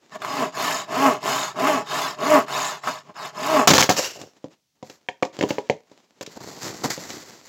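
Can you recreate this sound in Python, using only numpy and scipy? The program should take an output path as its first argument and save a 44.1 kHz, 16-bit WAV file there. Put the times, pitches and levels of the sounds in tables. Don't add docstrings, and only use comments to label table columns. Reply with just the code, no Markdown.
import sys
import numpy as np
from scipy import signal
from scipy.fft import rfft, irfft
from scipy.io import wavfile
from scipy.ndimage import uniform_filter1d, map_coordinates

SR = 44100
rng = np.random.default_rng(int(sys.argv[2]) if len(sys.argv) > 2 else 0)


def generate_wav(signal):
    frames = np.transpose(np.atleast_2d(signal))
    scaled = np.clip(frames, -1, 1) * 32767
    pcm = np.round(scaled).astype(np.int16)
    wavfile.write(sys.argv[1], SR, pcm)


N = 329868
T = np.arange(N) / SR

# (start [s], full-speed tooth rate [Hz], drum level [dB], rasp level [dB],
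# bite delay [s], bite half-length [s], bite boost [dB])
STROKES = [(0.102, 218.2, -48.5, -45, 0.058, 0.01, 18.5), (0.184, 281.6, -33, -33.5, 0.25, 0.055, 13),
           (0.522, 277.1, -35.5, -27.5, 0.062, 0.083, 7), (0.867, 278.5, -22.5, -28.5, 0.2, 0.047, 8),
           (1.2, 279.8, -36.5, -28.5, .065, 0.071, 13.5), (1.541, 304.8, -19.5, -28, 0.38, 0.041, -1),
           (1.845, 289, -36, -28.5, .07, .06, 3.5), (2.166, 310.8, -21, -28.5, 0.19, .045, 10.5),
           (2.462, 279.3, -43, -30.5, 0.037, 0.11, 14), (2.806, 279.2, -51, -39, .072, 0.041, 22),
           (3.032, 198.2, -54.5, -60, 0.069, .014, 13.5), (3.141, 218.9, -46, -37.5, .115, 0.012, 8.5),
           (3.329, 314.2, -28.5, -30, 0.27, 0.084, 15.5)]


def blade_motion():
    last_end_s, turn_speed = 3.69, .09
    tooth_hz, drum, rasp = np.zeros((3, N))
    ends = [row[0] for row in STROKES[1:]] + [last_end_s]
    for (start, top_hz, drum_db, rasp_db, bite_delay, bite_s, bite_db), end in zip(STROKES, ends):
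        now = (T >= start) & (T < end)
        t = T[now] - start
        speed = np.hypot(np.sin(np.pi * t / (end - start)), turn_speed)
        boost_db = bite_db * np.exp(-((t - bite_delay) / bite_s) ** 2)
        tooth_hz[now] = top_hz * speed ** .75
        drum[now] = undb(drum_db + boost_db) * speed ** 1.21
        rasp[now] = undb(rasp_db + 0.39 * boost_db) * speed ** 1.16
    return tooth_hz, drum, rasp


# (pitch [Hz], bandwidth [Hz], gain [dB])
BENCH_MODES = [(301, 46, 0), (417.3, 130, -3), (622, 28, 4.5), (668, 47, 0.5), (748, 26, 0), (837, 9.2, 6),
               (927, 11, 1), (968, 11, 2.5), (1041, 70, -1), (1104, 71, -4.5), (1200, 40, -21.5),
               (1278, 15, -11.5), (1562, 28, -9.5), (1652, 13, -2)]
# (pitch [Hz], bandwidth [Hz], gain [dB])
FRAME_MODES = [(145.6, 18, 2), (174, 25, -8)]


def sawing():
    tooth_hz, drum, rasp = blade_motion()
    pulses, phase = teeth(tooth_hz, wobble=.04, scatter_db=4.0)
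    puffs = 1.1 + np.exp(-phase / 0.16)
    grit = steady(grains(rate=12000, spread_db=1.5) * puffs * undb(0.84 * walk(140)), seconds=0.038)
    dig = np.sqrt(drum / drum.max())
    force = 1.3 * dig * pulses + .55 * grit
    bench = drum * steady(band(resonate(force, BENCH_MODES), 210, 1700), seconds=.03)
    rocking = np.sqrt(np.minimum(drum, .06))
    frame = rocking * steady(band(resonate(grit, FRAME_MODES), 76, 390), seconds=0.072)
    saw = undb(-0.5) * bench + undb(3) * blade_rasp(grit, drum, rasp) + undb(-32) * frame + snags(grit)
    return room(saw, t60=0.14, treble_t60=.07, wet_db=-5.5, treble_db=2)


def teeth(tooth_hz, wobble, scatter_db):
    phase = np.cumsum(tooth_hz * np.exp(wobble * walk(300))) / SR
    sizes = undb(scatter_db * np.clip(rng.standard_normal(N), -2, 2))
    return unit(np.diff(np.floor(phase), prepend=0) * sizes), phase % 1


# (frequency [Hz], gain [dB])
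BAIT_EQ = [(100, -8), (150, -4.5), (450, -5.5), (700, 8), (1150, 12), (1500, 6.5), (2400, -2), (3100, -4),
           (4400, -4.5), (7300, -6.5), (8300, -14.5), (9500, -20), (11800, -11), (13700, -19), (15500, -15)]
# (pitch [Hz], bandwidth [Hz], gain [dB])
BLADE_MODES = [(1723, 39, -0.5), (3180, 20, -9.5), (3106.4, 52, 3), (3770, 150, 3.5), (4430, 240, -4),
               (4745, 77, 1), (5200, 28, 6), (6046, 23, -6.5), (6830, 650, 1.5)]


def blade_rasp(grit, drum, rasp):
    scrape = colour(grit, BAIT_EQ)
    zing = sum(undb(3.5 * walk(16)) * resonate(scrape, [mode]) for mode in BLADE_MODES)
    zing = map_coordinates(zing, [(T + .0014 * walk(14)) * SR], order=3)
    crunch = band(scrape, 1830, 3580)
    lightness = rasp / (rasp + .5 * drum + 1e-9)
    scrape = unit(scrape + undb(7.5) * lightness * zing + undb(6) * (1 - lightness) * crunch)
    dull = signal.sosfiltfilt(signal.butter(2, 7500, fs=SR, output="sos"), scrape)
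    brightness = np.sqrt(np.minimum(rasp / undb(-24.5), 1))
    top = brightness * (scrape - dull) * splinters(rate=50, spread_db=4, rise_s=0.00086)
    return rasp * (dull + top)


def splinters(rate, spread_db, rise_s):
    t = T[:SR // 20]
    breaks = np.abs(grains(rate, spread_db)) * np.sqrt(rate / SR)
    return 1 + signal.oaconvolve(breaks, t / rise_s * np.exp(1 - t / rise_s))[:N]


# (time [s], level [dB])
SNAGS = [(0.218, -23), (0.246, -23), (0.939, -38), (1.596, -25), (1.669, -15.5), (2.482, -28.5),
         (2.835, -32), (2.873, -20), (3.164, -39.5), (3.349, -47)]


def snags(grit):
    envelope = sum(undb(db) * np.clip((T - s) / .001, 0, 1) * fade(np.maximum(T - s, 0), 0.059)
                   for s, db in SNAGS)
    crunch = colour(grit, [(200, -12.5), (1100, 21), (2000, 9), (7500, -13), (9000, -16)])
    return envelope * steady(crunch)


# (time [s], thud level [dB], thud centre [Hz], clack level [dB], tick level [dB])
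KNOCKS = [(3.674, -11.5, 686, -29, -3), (3.7031, -7, 470, -13, -5), (3.715, -7, 252, -10, -18),
          (3.7354, -7.5, 292.7, -11, -19), (3.755, -14, 602, -21, -13), (3.78, -6, 795, -6, -4.5),
          (3.8255, -19.5, 723, -3, -8), (3.8912, -5, 527, -10, -32), (3.902, -5.5, 606, -10, -30),
          (3.9926, -12, 606, -35, -20), (4.214, -33, 507, -43, -28), (4.442, -21, 303, -44, -40.5),
          (4.827, -24, 381, -37.5, -39), (4.898, -34, 404, -39, -32), (5.087, -18, 736, -12, -30.5),
          (5.225, -8, 600, -42, -22.5), (5.23, -32.5, 700, -10.5, -27), (5.25, -20.5, 597, -39, -27.5),
          (5.389, -18.5, 310, -34, -25), (5.41, -11.5, 514, -13, -23), (5.426, -12.5, 490, -20, -22),
          (5.436, -6.5, 413, -18.5, -38.5), (5.506, -12, 348, -16, -25), (5.583, -11, 505, -20.5, -31),
          (5.698, -5.5, 493, -10.5, -21.5), (5.915, -35.5, 480, -67, -46.5), (6.21, -24, 550, -48, -25),
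          (6.2632, -58, 900, -33, -26.5), (6.275, -28, 246, -52, -51), (6.841, -20.5, 710, -39, -31),
          (6.977, -23.5, 303, -62, -31), (7.07, -46, 330, -48, -39), (7.103, -32, 393, -41, -25),
          (7.168, -30.5, 300, -42, -39)]
# (pitch [Hz], decay t60 [s], gain [dB])
SHELL_MODES = [(1890, 0.0087, 0.5), (2164, 0.012, -1.5), (2370, 0.0058, 3.5), (2720, 0.012, -3.5),
               (3070, 0.016, -10)]


def knocks():
    t = T[:SR // 4]
    mix = np.zeros(N + SR)
    for s, thud_db, centre_hz, clack_db, tick_db in KNOCKS:
        clack = peak(band(ring(SHELL_MODES, scatter_db=3, rise_s=.0005), 1400, 3500))
        envelope = (fade(t, 0.017) + undb(-14.5) * fade(t, 0.13)) * (1 - np.exp(-t / 0.0009))
        top_db = -16.5 - 0.61 * np.clip(thud_db - tick_db, 0, 20)
        tick_eq = [(100, -26), (1200, 2.5), (3500, 7), (7200, 4), (9000, top_db), (15000, top_db)]
        tick = colour(rng.standard_normal(len(t)) * envelope, tick_eq, size=512)
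        tick /= 3 * np.std(tick[:SR // 200])
        body = peak(thud(centre_hz, octaves=0.84))
        start = int(s * SR)
        mix[start:start + len(t)] += undb(thud_db) * body + undb(clack_db) * clack + undb(tick_db) * tick
    return mix[:N]


# (pitch [Hz], decay t60 [s], gain [dB])
BOARD_MODES = [(169, 0.14, -11.5), (261, .06, -10), (323.7, 0.039, 3.5), (432, 0.055, -3),
               (518, 0.046, -1.5), (567, 0.043, 0), (725, 0.038, -1), (831.5, 0.065, -5.5), (962, 0.06, -1),
               (1100, 0.031, -3.5)]


def thud(centre_hz, octaves):
    modes = [(hz, t60, db - 6 * (np.log2(hz / centre_hz) / octaves) ** 2) for hz, t60, db in BOARD_MODES]
    return band(ring(modes, scatter_db=4.5, rise_s=0.0006), 110, 1600)


# (time [s], level [dB], hold [s], decay t60 [s])
SKIDS = [(3.674, -10, 0.015, 0.079), (3.706, -15, 0.016, 0.033), (3.734, -12, 0.0067, 0.02),
         (3.747, -16, .026, 0.011), (3.781, -14.5, 0.0049, 0.025), (3.792, -14, 0.025, 0.01),
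         (3.8257, -14, .004, 0.12), (3.893, -14.5, 0.0028, 0.18), (5.413, -43.5, 0.032, 0.23),
         (5.487, -35, 0.014, 0.21), (6.9, -34, 0.01, 0.084)]
# (frequency [Hz], gain [dB])
SKID_EQ = [(40, -36), (130, -2.5), (850, -5.5), (1300, -5.5), (2200, -12.5), (6900, -9), (8900, -31),
           (11500, -26), (15500, -24)]


def skids():
    force = sum(undb(db) * (T >= s) * fade(np.maximum(T - s - hold, 0), t60)
                for s, db, hold, t60 in SKIDS)
    chatter = grains(rate=9000, spread_db=-1.5) * undb(2 * walk(350))
    return force * colour(chatter, SKID_EQ)


# (time [s], hold [s], decay t60 [s], rumble level [dB], hiss level [dB])
SLIDES = [(3.968, 0.049, 0.39, -37.5, -23.5), (4.16, 0.051, .24, -44, -47.5)]
# (pitch [Hz], bandwidth [Hz], gain [dB])
EDGE_MODES = [(2823, 160, 15.5), (4630, 400, -2), (5500, 310, 8.5)]


def sliding():
    rumble, hiss = drag(SLIDES, EDGE_MODES, crackle=.1)
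    groan = undb(-1) * band(rumble, 270, 920)
    return rumble + groan + hiss


# (time [s], hold [s], decay t60 [s], rumble level [dB], hiss level [dB])
RUBS = [(4.845, 0.098, 0.16, -58.5, -52.5), (6.228, 0.0057, .015, -42.5, -35.5),
        (6.295, 0.042, 0.28, -57, -49), (6.365, 0.0094, .06, -45, -49), (6.407, 0.0093, .1, -44, -46),
        (6.43, 0.27, 0.51, -46.5, -42.5), (6.615, 0.067, 0.16, -40, -33.5), (6.74, 0.09, 1, -46, -40.5),
        (6.84, .02, 0.095, -28, -25.5), (6.905, 0.018, 0.27, -48, -29.5), (6.99, .16, 1, -46.5, -39.5),
        (7.32, 0.034, 0.82, -61, -51), (7.455, .025, .2, -68, -49)]
# (pitch [Hz], bandwidth [Hz], gain [dB])
CASE_MODES = [(1960, 310, -1), (4420, 550, 0), (5360, 4500, -10.5)]


def rubbing():
    rumble, hiss = drag(RUBS, CASE_MODES, crackle=0.35)
    return undb(3) * rumble + undb(-1.5) * hiss


# (frequency [Hz], gain [dB])
RUMBLE_EQ = [(40, -29), (100, -4.5), (180, -2), (350, -0.5), (1000, -9), (1800, -21.5), (4000, -81)]
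# (frequency [Hz], gain [dB])
HISS_EQ = [(300, -24), (900, 1.5), (2000, 0.5), (2900, -5), (4500, 0), (7400, 2), (8900, -20),
           (12500, -10.5), (15500, -15)]


def drag(events, modes, crackle):
    rumble_gain, hiss_gain = swells(events)
    slips = undb(2.4 * walk(70))
    rumble = colour(grains(rate=900, spread_db=2.5), RUMBLE_EQ) * undb(2 * walk(23))
    hiss = colour(grains(rate=12000, spread_db=3.5) + crackle * grains(rate=100, spread_db=2), HISS_EQ)
    ringing = sum(undb(-4.5 + 3.3 * walk(10)) * resonate(hiss, [mode]) for mode in modes)
    return slips * rumble_gain * rumble, slips * hiss_gain * unit(hiss + ringing)


# (time [s], hold [s], decay t60 [s], level [dB])
SLEEVE_MOVES = [(0, 4.55, 0.17, -64.5), (4.755, 0.68, .4, -71), (5.33, 0.23, 0.82, -47.5),
                (5.9, 0.327, .6, -63), (6.25, 1.4, .6, -57)]
# (frequency [Hz], gain [dB])
CLOTH_EQ = [(40, -42.5), (230, -11), (800, -17), (1400, -22.5), (4200, -25.5), (7300, -28), (9000, -48.5),
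            (15500, -48)]


def sleeves():
    fibres = grains(rate=29000, spread_db=3) * undb(4.7 * walk(43))
    ticks = undb(-3.5) * grains(rate=22, spread_db=1.6)
    return swells(SLEEVE_MOVES)[0] * colour(fibres + ticks, CLOTH_EQ)


# (frequency [Hz], gain [dB])
AIR_EQ = [(30, -14), (150, -2), (350, -13), (1500, -19), (6000, -11), (9000, -23)]


def room_tone():
    return undb(-74.5) * colour(rng.standard_normal(N), AIR_EQ)


def room(x, t60, treble_t60, wet_db, treble_db):
    t = T[:SR // 2]
    noise = rng.standard_normal(len(t)) * np.minimum(t / 0.0011, 1)
    low = signal.sosfilt(signal.butter(2, 1200, fs=SR, output="sos"), noise)
    tail = low * fade(t, t60) + undb(treble_db) * (noise - low) * fade(t, treble_t60)
    return x + undb(wet_db) * signal.oaconvolve(x, tail / np.linalg.norm(fade(t, t60)))[:N]


def ring(modes, scatter_db, rise_s):
    t = T[:SR // 4]
    tone = 0
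    for (hz, t60, db), (share, detune, lag) in zip(modes, rng.standard_normal((len(modes), 3))):
        phase = 2 * np.pi * hz * (1 + 0.018 * detune) * t + .5 * lag
        tone += undb(db + scatter_db * share) * fade(t, t60) * np.sin(phase)
    return tone * (1 - np.exp(-t / rise_s))


def swells(rows):
    power, rise_s = 0, 0.00365
    for s, hold, t60, *levels_db in rows:
        shape = np.exp(np.minimum(T - s, 0) / rise_s) * fade(np.maximum(T - s - hold, 0), t60)
        power = power + np.outer(undb(levels_db), shape) ** 2
    return np.sqrt(power)


def grains(rate, spread_db):
    sizes = undb(spread_db * np.minimum(rng.exponential(size=N), 5))
    return unit((rng.random(N) < rate / SR) * sizes * rng.choice([-1, 1], N))


def walk(rate):
    return np.interp(T * rate, np.arange(16384), rng.standard_normal(16384))


def colour(x, points, size=4096):
    hz, db = np.transpose(points)
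    f = np.maximum(np.fft.rfftfreq(size, 1 / SR), 1)
    cepstrum = irfft(np.log(undb(np.interp(np.log(f), np.log(hz), db))))
    cepstrum[1:size // 2] *= 2
    cepstrum[size // 2 + 1:] = 0
    response = irfft(np.exp(rfft(cepstrum)))
    return signal.oaconvolve(x, response / np.linalg.norm(response))[:len(x)]


def resonate(x, modes):
    return sum(undb(db) * signal.lfilter(*signal.iirpeak(hz, hz / width, fs=SR), x)
               for hz, width, db in modes)


def band(x, low_hz, high_hz):
    return signal.sosfilt(signal.butter(3, [low_hz, high_hz], "band", fs=SR, output="sos"), x)


def steady(x, seconds=0.039):
    return x / np.sqrt(uniform_filter1d(x ** 2, int(seconds * SR)) + 1e-12)


def fade(t, t60):
    return np.exp(-np.log(1000) * t / t60)


def undb(db):
    return 10 ** (np.asarray(db) / 20)


def unit(x):
    return x / np.sqrt(np.mean(x ** 2))


def peak(x):
    return x / np.abs(x).max()


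def scene():
    handling = room(knocks() + skids(), t60=0.19, treble_t60=0.21, wet_db=-8.5, treble_db=-5.5)
    return (sawing() + handling + sliding() + rubbing() + sleeves() + room_tone())[None]


def record(dry):
    x = signal.sosfilt(signal.butter(2, 60, "high", fs=SR, output="sos"), dry)
    x = x / (1 + x ** 10) ** .1
    return signal.sosfilt(signal.ellip(8, .2, 70, 15700, fs=SR, output="sos"), x)


dry = scene()
out = record(dry)
generate_wav(out)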